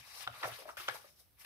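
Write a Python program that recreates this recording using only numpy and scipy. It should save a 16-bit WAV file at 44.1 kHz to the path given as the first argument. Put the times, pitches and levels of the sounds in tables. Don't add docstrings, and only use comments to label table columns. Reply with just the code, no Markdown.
import sys
import numpy as np
from scipy import signal
from scipy.fft import rfft, irfft, next_fast_len
from scipy.io import wavfile

SR = 44100
rng = np.random.default_rng(int(sys.argv[2]) if len(sys.argv) > 2 else 0)


def to_wav(sig):
    pcm = np.clip(np.atleast_2d(sig), -1, 1) * 32767
    pcm = np.round(pcm).astype(np.int16)
    wavfile.write(sys.argv[1], SR, pcm.T)


def how_loud(loudness_db):
    steps = np.asarray(loudness_db, float) / 20
    return 10 ** steps


N = 63945

# [t/s, sliding speed as level/dB, pressure as body level/dB]
STROKES = [
    [(0.0, -59, 3), (0.026, -65.5, 3.5), (0.102, -56.5, -1.6), (0.228, -51, -2.3), (0.246, -59, 5),
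     (0.3, -70.5, -23)],
    [(0.31, -66.5, 5.5), (0.482, -50, -0.8), (0.506, -55.5, 4.5), (0.596, -56.5, 0), (0.66, -70, 1)],
    [(0.67, -66, 2), (0.7, -62, -0.5), (0.748, -72, -11), (0.764, -68.5, 4), (0.767, -82, -9)],
    [(0.771, -51.5, 2), (0.873, -59.5, 2.5), (0.887, -52.5, 0), (0.901, -60.5, 3), (0.951, -53, -1),
     (0.995, -65, -0.7), (1.1, -68.5, -0.2)],
    [(1.11, -72, -15), (1.152, -80, -7), (1.176, -72, -10), (1.202, -65, -8.5), (1.272, -89.5, -2),
     (1.36, -97, 5)],
    [(1.375, -89, 11.5), (1.385, -77, 4.5), (1.397, -66, -2.5), (1.421, -60.5, 2.5), (1.443, -70.5, 2),
     (1.45, -59, 8)],
]
STROKE_SHEEN = [-2.5, -1, 1.5, 1, 3.2, 8]
# [f/Hz, level/dB per Hz]
FIBRE_SPECTRUM = [(1500, -16.5), (2500, -10), (3500, -8), (5300, -1), (7400, -7), (10500, -6.5),
                  (13500, -6.5), (15300, -11)]
# [f/Hz, level/dB per Hz]
BODY_SPECTRUM = [(350, -23), (550, -9.5), (900, -4), (1300, -4), (2300, 1), (3300, -2), (5000, -5.5),
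                 (8000, -28)]
# [f/Hz, width/Hz, level/dB]
SHEET_RINGS = [(1150, 46, 2), (1717, 92, -1.5), (2630, 330, -5.5), (3713, 314, 2), (5225, 540, 1.5),
               (10500, 3200, -9)]
# [f/Hz, level/dB per Hz]
AIR_SPECTRUM = [(25, -28.5), (64, -.5), (110, -8), (170, -12.5), (350, -19.5), (1500, -24.5), (7000, -26.5),
                (13000, -22)]
# [f/Hz, likeness]
STEREO_LIKENESS = [(30, 0.64), (100, 0.29), (500, 0.53), (2000, 0.24), (5000, 0.041), (12000, 0.045)]
# [t/s, level/dB, length/s]
LEANS = [(.001, -68, 0.051), (0.198, -75, 0.06), (0.269, -56.5, 0.11), (0.377, -72, 0.05),
         (0.45, -54.5, 0.068), (0.486, -58.5, 0.12), (0.788, -70, .04), (0.886, -66, 0.086),
         (0.949, -71, 0.046), (1.004, -76, 0.054)]
# [f/Hz, level/dB]
TABLE_MODES = [(119, 4), (93, -9), (75, -9), (250, -12.5)]
# [t/s, peak level/dB, f/Hz, t60/s, left-right level/dB]
SHEET_SNAPS = [(.2752, -35, 1460, 0.035, 7), (.6201, -43.5, 650, 0.078, 3), (.6545, -45.5, 603, 0.13, 7),
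               (.7692, -41.5, 1480, 0.041, 5.5), (.8823, -43, 1640, 0.082, -5),
               (1.4488, -38.5, 2540, .05, 5)]
# [t/s, peak level/dB, f/Hz, t60/s, left-right level/dB]
SHEET_CRUMPLES = [(.2802, -43, 696, 0.063, -1), (.3352, -46, 1280, 0.72, -2), (.414, -45, 930, 0.082, 12),
                  (.4282, -28, 1690, 0.082, 0), (.4332, -34, 656, 0.21, -4),
                  (.4402, -31.5, 1150, 0.057, -12), (.4465, -38.5, 635, .09, -1.5),
                  (.455, -40, 1760, 0.014, -9), (.4712, -37.5, 676, 0.1, 0), (.4872, -42, 760, 0.14, 3),
                  (.4952, -44, 2070, 0.17, 7), (.515, -40.5, 1320, 0.08, -1), (.58, -47, 537, 0.18, 0.5),
                  (.6782, -41.5, 820, 0.045, -1), (.6875, -41.5, 1450, 0.11, 0.5),
                  (.6852, -43.5, 656, 0.076, 0), (.704, -49, 1240, 0.15, -5), (.7762, -45, 1500, 0.14, -6),
                  (.798, -43.5, 1390, 0.19, 5), (.8884, -38, 2110, 0.05, -3.5),
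                  (.894, -39, 1750, 0.091, 16.5), (.9482, -46.5, 897, 0.15, 6), (.725, -53, 800, 0.17, 6),
                  (1.0372, -54, 613, 0.21, 1), (.9152, -50.5, 477, 0.24, 2.5), (1.195, -64, 630, 0.13, 1),
                  (1.418, -73, 1570, 0.042, 1)]
# [t/s, peak level/dB, f/Hz, t60/s, left-right level/dB]
BRIGHT_CRACKS = [(.4302, -39, 2900, 0.05, 1.5), (.8822, -35, 3000, 0.035, 4), (.8842, -36, 5200, 0.03, 1.5),
                 (.4562, -41, 2300, .06, 4), (.2051, -42, 3200, .15, 9), (.2752, -39, 3200, .022, 3)]
# [t/s, peak level/dB, f/Hz, t60/s, left-right
# level/dB]
SHEET_POPS = [(.2683, -37, 1210, 0.016, -1), (.2750, -23, 1413, 0.018, 2.5), (.2751, -36, 3700, .012, 12.5),
              (.2756, -36.5, 732, 0.026, 4), (.4288, -33, 1050, 0.014, -8), (.4318, -39, 3600, .015, 1),
              (.4308, -42, 1590, 0.018, -3), (.4333, -31.5, 1290, 0.011, -3), (.4350, -31, 1790, 0.014, 7),
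              (.4386, -36.5, 735, 0.022, -1), (.4415, -38.5, 696, 0.02, 10.5),
              (.4442, -30.5, 1330, .025, 4), (.4486, -35.5, 625, 0.044, 2.5), (.4528, -32.5, 735, .03, 3),
              (.4556, -34.5, 1700, 0.026, 1), (.4612, -42.5, 588, 0.025, 2), (.4728, -39.5, 710, .03, 2),
              (.4768, -39, 655, 0.016, 5), (.4405, -54, 330, 0.05, 1), (.4755, -50, 394, 0.05, 3.5),
              (.6846, -43.5, 713, 0.021, 0), (.6886, -47.5, 1950, 0.023, 3), (0.6913, -36, 1240, 0.019, 2),
              (0.695, -41, 957, 0.023, 3), (.6976, -44, 680, 0.024, 7), (0.7038, -45, 1314, 0.038, 9),
              (0.6802, -62, 256, 0.081, 4), (.6548, -43.5, 630, .055, 3), (.6212, -45, 640, .04, 1),
              (0.771, -49.5, 574, 0.045, 13), (.7696, -35, 1450, .028, 4), (.8002, -57, 360, .15, 3),
              (.7772, -41, 1820, 0.022, 6), (0.7988, -40.5, 1300, 0.04, -8), (0.8822, -32, 1250, .013, 3),
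              (0.882, -27.5, 3200, 0.0084, 8), (0.8839, -34, 1900, 0.0092, 0),
              (.8857, -19.5, 1410, .013, 1), (.8848, -36, 520, .04, 2), (.8861, -29.5, 6380, 0.0073, -2),
              (.8877, -29, 2250, 0.0099, 10), (0.8874, -34.5, 5070, 0.0089, 12.5),
              (.8905, -31, 805, 0.018, 1), (0.8939, -34, 1660, 0.035, 10), (0.897, -36.5, 1710, 0.023, 3),
              (.9455, -42, 626, 0.022, 2.5), (.9552, -44, 840, 0.053, 9), (1.0445, -51.5, 555, 0.1, 6),
              (1.0428, -54, 1220, .04, -1)]

EDGE_DB, BODY_DB, SHEEN_HZ, HISS_LOW_HZ = 4, 1.5, 8900, 330
FIBRES_PER_S, FIBRE_SPREAD_DB = 8100, 0.5
SLIDE_PAN_DB, LIFT_PAN_DB = 4.5, 1.5
AIR_DB, THUMP_SWAY_DB = -69, 2
CRACKLES_PER_S = 4300
SNAP_TICK_DB, SNAP_RISE_S, SNAP_Q = 8.5, 0.00023, 4.2
CRUMPLE_TICK_DB, CRUMPLE_RISE_S, CRUMPLE_Q = -10, 0.0016, 4.45
OVERTONE, OVERTONE_DB, UNDERTONE, UNDERTONE_DB, CRACK_DB = 1.76, -16, 0.45, -10, -31
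SHEET_LOW_HZ, SHEET_HIGH_HZ = 393, 10000
CONTACT_CYCLES = 4
POP_RISE_CYCLES, POP_OVERTONE, POP_OVERTONE_DB = 0.31, 2.16, -10
POP_PORT_TURN = .5
POP_LOW_HZ = 220
ROOM_T60_S, ROOM_DB, WALL_CUT_HZ = 0.36, -19, 8600
LAG_S = .0001
PORT_NOTCH_HZ, PORT_NOTCH_WIDTH_HZ, PORT_NOTCH = 6980, 2200, 0.63
TOP_CUT_HZ = 15600


def rms_one(x):
    return x / np.sqrt(np.mean(x ** 2) + 1e-20)


def at_hz(points, hz):
    table_hz, values = np.transpose(points)
    return np.interp(np.log(hz), np.log(table_hz), values)


def drift(rate_hz):
    r = np.exp(-80 * np.pi * rate_hz / SR)
    noise = rng.standard_normal(N // 40 + 2002)
    slow = rms_one(signal.lfilter([1], [1, -2 * r, r * r], noise)[2000:])
    return np.interp(np.arange(N) / 40, np.arange(len(slow)), slow)


def resonate(x, hz, width_hz):
    r = np.exp(-np.pi * width_hz / SR)
    feed = np.array([1, 0, -1]) * (1 - r * r) / 2
    return signal.lfilter(feed, [1, -2 * r * np.cos(2 * np.pi * hz / SR), r * r], x)


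def filtered(x, order, hz, kind):
    return signal.sosfilt(signal.butter(order, hz, kind, fs=SR, output="sos"), x)


def panned(db, pan_db):
    return how_loud(db + pan_db * np.array([[.5], [-.5]]))


def grains(per_s, spread_db, shape):
    sizes = how_loud(spread_db * np.minimum(rng.exponential(1, shape), 4))
    signs = rng.choice([-1, 1], shape)
    return sizes * signs * (rng.random(shape) < per_s / SR)


def coloured(sources, spectrum, patchy_db):
    out = 0
    edges = 20 * 2 ** np.arange(0, 10.1, .5)
    for k, (low, high) in enumerate(zip(edges, edges[1:])):
        hz = np.sqrt(low * high)
        if hz < spectrum[0][0]:
            continue
        source = sources[k % 2]
        run_in = np.concatenate([source[:, -SR // 4:], source], axis=1)
        mid, side = filtered(run_in, 2, [low, high], "band")[:, -N:]
        alike = np.clip(at_hz(STEREO_LIKENESS, hz), -1, 1)
        gain = how_loud(at_hz(spectrum, hz) + patchy_db * drift(29))
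        out = out + gain * (np.sqrt(1 + alike) * mid + np.sqrt(1 - alike) * side * [[1], [-1]])
    return rms_one(out)


def slides():
    t = np.arange(N) / SR
    times, speed_db, press_db = np.transpose(np.concatenate(STROKES))
    sheen_db = np.repeat(STROKE_SHEEN, [len(rows) for rows in STROKES])
    speed_db, press_db, sheen_db = (np.interp(t, times, c) for c in (speed_db, press_db, sheen_db))
    fibres = grains(FIBRES_PER_S, FIBRE_SPREAD_DB, (2, 2, N))
    edge = how_loud(EDGE_DB) * coloured(fibres, FIBRE_SPECTRUM, patchy_db=1.34)
    sheen = signal.sosfiltfilt(signal.butter(2, SHEEN_HZ, "high", fs=SR, output="sos"), edge)
    body = how_loud(BODY_DB + press_db) * coloured(fibres[::-1], BODY_SPECTRUM, patchy_db=2.2)
    hiss = edge + (how_loud(sheen_db) - 1) * sheen + body
    hiss = hiss + sum(how_loud(db) * resonate(hiss, hz, width) for hz, width, db in SHEET_RINGS)
    hiss = filtered(hiss, 4, HISS_LOW_HZ, "high")
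    pan_db = SLIDE_PAN_DB + LIFT_PAN_DB * (t < np.float64(.26))
    return panned(speed_db + drift(27), pan_db) * hiss


def room_air():
    return how_loud(AIR_DB) * coloured(rng.standard_normal((2, 2, N)), AIR_SPECTRUM, patchy_db=-0.6)


def thumps():
    t, out = np.arange(N) / SR, 0
    for s, db, length in LEANS:
        part = np.clip((t - s) / length, 0, 1)
        push = np.sin(np.pi * part ** 0.38) ** 2
        for hz, level_db in TABLE_MODES:
            out = out + how_loud(db + level_db) * push * np.sin(2 * np.pi * hz * (t - s))
    sway_db = THUMP_SWAY_DB * drift(18) * np.array([[1], [-1]])
    return out * how_loud(2.1 * drift(28) + sway_db)


def buckles(rows, tick_db, rise_s, q):
    out, t = np.zeros((2, N + SR)), np.arange(SR // 4) / SR
    for s, db, hz, t60, pan_db in rows:
        crackle = grains(CRACKLES_PER_S, 1.5, (2, len(t))) * (1 - np.exp(-t / rise_s))
        crackle[1] = 0.37 * crackle[0] + 0.64 * crackle[1]
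        crackle[:, 0] += how_loud(tick_db)
        crackle = crackle * how_loud(-60 * t / max(t60, .005)) + 1e-18
        tone = resonate(resonate(crackle, hz, hz / q), hz, 2.6 * hz / q)
        over = resonate(crackle, OVERTONE * hz, 0.46 * hz) * how_loud(OVERTONE_DB)
        under = resonate(crackle, UNDERTONE * hz, 0.48 * hz) * how_loud(UNDERTONE_DB)
        crack = resonate(crackle, 6600, 3450) * how_loud(CRACK_DB)
        ring = filtered(tone - over - under + crack, 5, [SHEET_LOW_HZ, SHEET_HIGH_HZ], "band")
        ring = filtered(ring, 2, min(CONTACT_CYCLES * hz, .4 * SR), "low")
        i = int(s * SR)
        out[:, i:i + len(t)] += panned(db, pan_db) * ring / np.abs(ring).max()
    return out[:, :N]


def pops(rows):
    out, t = np.zeros((2, N + SR)), np.arange(SR // 4) / SR
    for s, db, hz, t60, pan_db in rows:
        fall = how_loud(-60 * t / max(t60, .004))
        turn = 2 * np.pi * hz * t + POP_PORT_TURN * np.array([[-.5], [.5]])
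        ring = np.sin(turn) + how_loud(POP_OVERTONE_DB) * fall * np.sin(POP_OVERTONE * turn)
        ring = -ring * fall * (1 - np.exp(-t * hz / POP_RISE_CYCLES))
        i = int(s * SR)
        out[:, i:i + len(t)] += panned(db, pan_db) * ring / np.abs(ring).max()
    return filtered(out[:, :N], 2, POP_LOW_HZ, "high")


def room(x):
    size = next_fast_len(N + SR)
    hz = np.arange(size // 2 + 1) * SR / size
    out = np.zeros((2, N))
    for k, lag in enumerate(rng.uniform(.009, .03, 12)):
        wall = how_loud(-60 * lag / ROOM_T60_S) / (1 + 1j * hz / WALL_CUT_HZ)
        loop = wall * np.exp(-2j * np.pi * hz * lag)
        echoes = irfft(rfft(x[k % 2], size) * loop / (1 - loop), size)[:N]
        out[k % 2] += echoes * (-1) ** (k // 2)
    return out


def scene():
    page = slides()
    page += buckles(SHEET_SNAPS, SNAP_TICK_DB, SNAP_RISE_S, SNAP_Q)
    page += buckles(SHEET_CRUMPLES + BRIGHT_CRACKS, CRUMPLE_TICK_DB, CRUMPLE_RISE_S, CRUMPLE_Q)
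    page += pops(SHEET_POPS)
    page[0] = np.interp(np.arange(N) - LAG_S * SR, np.arange(N), page[0])
    return page + thumps() + how_loud(ROOM_DB) * room(page) + room_air()


def top_cut(x):
    return signal.sosfilt(signal.butter(12, 16410, fs=SR, output="sos"), x)


def record(dry):
    mix = dry - PORT_NOTCH * resonate(dry, PORT_NOTCH_HZ, PORT_NOTCH_WIDTH_HZ)
    mix = signal.sosfilt(signal.ellip(10, .5, 70, TOP_CUT_HZ, fs=SR, output="sos"), mix)
    return top_cut(mix)


dry = scene()
out = record(dry)
to_wav(out)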